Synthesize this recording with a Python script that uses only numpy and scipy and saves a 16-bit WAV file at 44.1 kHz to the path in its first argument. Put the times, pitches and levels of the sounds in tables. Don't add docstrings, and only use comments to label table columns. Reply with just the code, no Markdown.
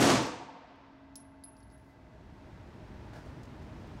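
import sys
import numpy as np
from scipy import signal
from scipy.fft import rfft, irfft
from scipy.io import wavfile
from scipy.ndimage import uniform_filter1d

SR = 44100
rng = np.random.default_rng(int(sys.argv[2]) if len(sys.argv) > 2 else 0)


def bounce(signal):
    frames = np.transpose(np.atleast_2d(signal))
    limited = np.clip(frames, -1, 1)
    pcm = np.round(limited * 32767).astype(np.int16)
    wavfile.write(sys.argv[1], SR, pcm)


N = 176400
T = np.arange(N) / SR
HZ = np.maximum(np.arange(N // 2 + 1) * SR / N, 1)

# start_s, level_db
BLAST_ARRIVALS = [(0, 15.5), (.006, 9), (.0095, 10), (0.0245, 27), (0.0281, 18), (0.043, 20.5),
                  (0.054, 18.5), (0.071, 19.5), (0.088, 18), (0.102, 20), (.157, 10), (.174, 5.5)]
BLAST_DECAY_S, BLAST_LOW_HZ, BLAST_TOP_HZ = 0.0013, 110, 3500
CRACK_DB, CRACK_DECAY_S, CRACK_TOP_HZ = -18.5, 0.0046, 5670
# frequency_hz, relative_db
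HALL_SPECTRUM = [(25, -50.5), (50, -20), (90, -10), (140, -5.5), (200, -4.5), (280, -1.5), (450, -5),
                 (750, -4.5), (1300, -9.5), (2200, -14.5), (4000, -17), (6000, -17), (8500, -21),
                 (12000, -28), (16000, -37)]
# frequency_hz, t60_s
HALL_DECAY = [(60, 0.71), (250, 0.64), (800, 0.52), (2500, 0.6), (6000, 0.55), (10000, 0.4), (15000, 0.19)]
HALL_DB, HALL_BUILD_S = 14.5, 0.019
# pitch_hz, level_db
ROOM_MODES = [(144, 4.5), (268, 6.5), (327, 4.5), (347, 2), (500, -6), (572, -4), (690, -1.5), (1150, 1)]
MODE_T60_S, MODE_HALF_WIDTH_HZ, MODE_BUILD_S = 0.55, 14, 0.0093
# frequency_hz, relative_db
FAR_SPECTRUM = [(20, -32.5), (45, -18.5), (130, -5), (430, -3.5), (700, -3.5), (1000, 0), (1400, -7.5),
                (2700, -13), (5000, -22.5), (8000, -42), (12000, -62)]
FAR_DB, FAR_T60_S = -18, 2.1
# pitch_hz, half_width_hz, level_db
FLUTTER_BANDS = [(499, 20, -14), (715, 20, -11.5), (904, 49, -7), (1110, 31, -16.5)]
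FLUTTER_T60_S, FLUTTER_RATE_HZ, FLUTTER_SWING_DB, FLUTTER_PEAK_S = 1.073, 13.17, 6, .345
# pitch_hz, half_width_hz, level_db
PLATE_MODES = [(230, 10, -42), (280, 37, -40.5), (630.5, 4.5, -40), (688, 29.3, -42), (890, 39, -39.5),
               (1100, 35, -49.5), (1324, 52, -51.5), (1576, 120, -45.5), (2010, 40, -48), (2620, 40, -58)]
PLATE_T60_S, PLATE_BUILD_S = 5.72, .4
# time_s, level_db
LOW_NOTE_LEVEL = [(0, -24), (.58, -38), (.68, -46.5), (.76, -38.5), (1.2, -39), (1.5, -43), (1.9, -54),
                  (2.6, -67), (4, -92)]
LOW_NOTE_HZ, LOW_NOTE_SAG_HZ_PER_S = 276.2, 2.1
# start_s, tick_db, crack_db, ring_db, tick_pitch_hz
CASING_BOUNCES = [(.228, -26, -25, -55, 11900), (.266, -30, -30, -53, 12000), (.759, -68, -58, -91, 9100),
                  (1.156, -11.5, -30, -36.5, 5370), (1.4374, -27.5, -44, -37.5, 4670),
                  (1.567, -36, -58, -57, 4760), (1.603, -37.5, -78, -74, 5360),
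                  (1.628, -37.5, -67, -57.5, 4440), (1.7, -40, -64, -71, 4600),
                  (1.713, -43, -75, -85, 5140), (1.721, -49, -61, -55, 5100),
                  (1.777, -57.5, -60, -65, 6000), (1.796, -55.5, -62, -76, 9000)]
TICK_DECAY_S, TICK_WIDTH_HZ, TICK_LOW_HZ = 0.0034, 480, 3300
# pitch_hz, relative_db, t60_s
BRASS_MODES = [(5100, -20, 0.12), (6853, -33, 0.071), (9900, -14, .07), (10600, 2, 0.26), (10578, 2, 0.35),
               (10700, -5, 0.23), (12410, -24, 0.066), (12950, -25, 0.068), (15450, -28, 0.1)]
RING_ATTACK_S = 0.0011
TICK_ECHO_DB, RING_ECHO_DB, BOOTH_T60_S, BOOTH_TOP_HZ = -12.5, -5, 0.22, 8000
# time_s, level_db
ROLL_LEVEL = [(1.54, -110), (1.57, -79), (1.68, -81), (1.8, -78), (1.9, -69), (2.0, -84), (2.2, -100)]
# frequency_hz, relative_db
ROLL_SPECTRUM = [(2000, -21.5), (4500, -1), (7000, -10), (11000, -10.5), (16000, -12)]
# frequency_hz, relative_db
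VENT_SPECTRUM = [(20, -19.5), (35, -14), (58, 4), (85, -2.5), (120, -1.5), (170, -8), (240, -8),
                 (340, -10.5), (520, -18), (680, -19), (950, -18.5), (1150, -23.5), (1750, -26),
                 (3000, -33.5), (5200, -39.5), (9000, -51), (15500, -60)]
# time_s, relative_db
ROOM_TONE_SWELL = [(0, -1), (1.2, 2.5), (1.9, 0), (2.5, 1.5), (3.0, -0.5), (3.5, 0), (4, 1)]
VENT_DB, FAN_HZ, FAN_HALF_WIDTH_HZ, FAN_DB = -46.5, 618.6, 8.8, -65.5
# start_s, decay_s, level_db, relative_treble_db
SHOOTER_SCUFFS = [(3.131, 0.017, -49, -14.5), (3.15, 0.056, -50.5, -15), (3.25, 0.048, -57.5, -15),
                  (3.432, .008, -63.5, 3.5), (3.452, .008, -71, 5), (3.617, .03, -72, 0),
                  (3.871, 0.0097, -72, 3)]
# frequency_hz, relative_db
SCUFF_BODY_SPECTRUM = [(150, -12), (450, 2), (680, 7.5), (1150, -10), (1530, 4), (1850, -3), (2500, -15),
                       (5000, -18), (16000, -52)]
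# frequency_hz, relative_db
SCUFF_TREBLE_SPECTRUM = [(1000, -23), (5000, 5.5), (9000, -3), (16000, -14)]
LIMIT_DB, LIMIT_WINDOW_S, HOLD_DEPTH_DB, RECOVER_DB_PER_S = -21, 0.028, 25, 8.5
HISS_DB, CLIP_LEVEL, CUTOFF_HZ = -102, .33, 15800


def from_db(db):
    return 10 ** (np.asarray(db) / 20)


def rms_one(x):
    return x / np.sqrt(np.mean(x ** 2) + 1e-20)


def at_hz(points):
    hz, value = np.transpose(points)
    return np.interp(np.log(HZ), np.log(hz), value)


def envelope(points):
    return from_db(np.interp(T, *np.transpose(points)))


def noise(gain):
    return rms_one(irfft(rfft(rng.standard_normal(N)) * gain, N))


def coloured(spectrum):
    return noise(from_db(at_hz(spectrum)))


def resonance(hz, half_width_hz):
    return noise(1 / (1 + ((HZ - hz) / half_width_hz) ** 2))


def dying(t60):
    return from_db(-60 * np.minimum(T / t60, 5))


def building(rise_s):
    return 1 - np.exp(-T / rise_s)


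def cut(x, hz, kind, order=2):
    return signal.sosfilt(signal.butter(order, hz, kind, fs=SR, output="sos"), x + 1e-18)


def add(out, start_s, x):
    i = int(start_s * SR)
    out[i:i + len(x)] += x[:N - i]


def blast():
    spikes, crack_level, t = np.zeros(N), np.zeros(N), T[:SR // 20]
    for start_s, db in BLAST_ARRIVALS:
        add(spikes, start_s, from_db(db) * (1 - t / BLAST_DECAY_S) * np.exp(-t / BLAST_DECAY_S))
        add(crack_level, start_s, from_db(db + CRACK_DB) * np.exp(-t / CRACK_DECAY_S))
    thump = cut(cut(spikes, BLAST_TOP_HZ, "low"), BLAST_LOW_HZ, "high")
    hiss = rms_one(cut(rng.standard_normal(N), CRACK_TOP_HZ, "low"))
    return thump + crack_level * hiss


def hall():
    spectrum, reverb = rfft(coloured(HALL_SPECTRUM)), np.zeros(N)
    centres_hz, t60s = np.transpose(HALL_DECAY)
    for t60, share in zip(t60s, np.eye(len(t60s))):
        band = at_hz(list(zip(centres_hz, share)))
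        reverb += irfft(spectrum * band, N) * dying(t60)
    return from_db(HALL_DB) * reverb * building(HALL_BUILD_S)


def room_modes():
    modes = sum(from_db(db) * resonance(hz, MODE_HALF_WIDTH_HZ) for hz, db in ROOM_MODES)
    return modes * dying(MODE_T60_S) * building(MODE_BUILD_S)


def far_echo():
    return from_db(FAR_DB) * coloured(FAR_SPECTRUM) * dying(FAR_T60_S)


def flutter_echo():
    bands = sum(from_db(db) * resonance(hz, half_width) for hz, half_width, db in FLUTTER_BANDS)
    throb = from_db(FLUTTER_SWING_DB * np.cos(2 * np.pi * FLUTTER_RATE_HZ * (T - FLUTTER_PEAK_S)))
    return bands * throb * dying(FLUTTER_T60_S)


def plates():
    ringing = sum(from_db(db) * resonance(hz, half_width) for hz, half_width, db in PLATE_MODES)
    cycles = np.cumsum(LOW_NOTE_HZ - LOW_NOTE_SAG_HZ_PER_S * T) / SR
    note = envelope(LOW_NOTE_LEVEL) * np.sin(2 * np.pi * cycles)
    return note + ringing * dying(PLATE_T60_S) * building(PLATE_BUILD_S)


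def casing():
    ticks, rings, t = np.zeros(N), np.zeros(N), T[:SR // 2]
    for start_s, tick_db, crack_db, ring_db, tick_hz in CASING_BOUNCES:
        burst = rng.standard_normal(len(t)) * np.exp(-np.minimum(t / TICK_DECAY_S, 30))
        body = signal.lfilter(*signal.iirpeak(tick_hz, tick_hz / TICK_WIDTH_HZ, fs=SR), burst)
        add(ticks, start_s, from_db(tick_db) * body + from_db(crack_db) * burst)
        ring = sum(from_db(db - 60 * t / t60) * np.sin(2 * np.pi * (hz * t + rng.random()))
                   for hz, db, t60 in BRASS_MODES)
        add(rings, start_s, from_db(ring_db) * ring * (1 - np.exp(-t / RING_ATTACK_S)))
    ticks = cut(ticks, TICK_LOW_HZ, "high", order=6)
    echoes = from_db(TICK_ECHO_DB) * booth_echo(ticks) + from_db(RING_ECHO_DB) * booth_echo(rings)
    return ticks + rings + echoes


def booth_echo(x):
    response = cut(rng.standard_normal(N) * dying(BOOTH_T60_S), BOOTH_TOP_HZ, "low")[:SR]
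    return signal.fftconvolve(x, response / np.linalg.norm(response))[:N]


def casing_roll():
    return envelope(ROLL_LEVEL) * coloured(ROLL_SPECTRUM)


def ventilation():
    rush = from_db(VENT_DB) * envelope(ROOM_TONE_SWELL) * coloured(VENT_SPECTRUM)
    return rush + from_db(FAN_DB) * resonance(FAN_HZ, FAN_HALF_WIDTH_HZ)


def scuffs():
    body, treble = np.zeros(N), np.zeros(N)
    for start_s, decay_s, db, treble_db in SHOOTER_SCUFFS:
        age = T[:SR // 2] / decay_s
        swell = np.exp(-age) * (1 - np.exp(-10 * age))
        add(body, start_s, from_db(db) * swell)
        add(treble, start_s, from_db(db + treble_db) * swell)
    return body * coloured(SCUFF_BODY_SPECTRUM) + treble * coloured(SCUFF_TREBLE_SPECTRUM)


def scene():
    shot = blast() + hall() + room_modes() + far_echo() + flutter_echo()
    return (shot + plates() + casing() + casing_roll() + scuffs() + ventilation())[None]


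def record(dry):
    power = uniform_filter1d(dry[0] ** 2, int(LIMIT_WINDOW_S * SR))
    over_db = np.maximum(10 * np.log10(np.maximum(power, 1e-12)) - LIMIT_DB, 0)
    recovery_db = RECOVER_DB_PER_S * T
    held_db = np.maximum.accumulate(np.minimum(over_db, HOLD_DEPTH_DB) + recovery_db) - recovery_db
    limited = dry * from_db(-np.maximum(over_db, held_db))
    hiss = from_db(HISS_DB) * rng.standard_normal(N)
    rounded = CLIP_LEVEL * np.tanh((limited + hiss) / CLIP_LEVEL)
    return signal.sosfilt(signal.ellip(10, .2, 80, CUTOFF_HZ, fs=SR, output="sos"), rounded)


dry = scene()
out = record(dry)
bounce(out)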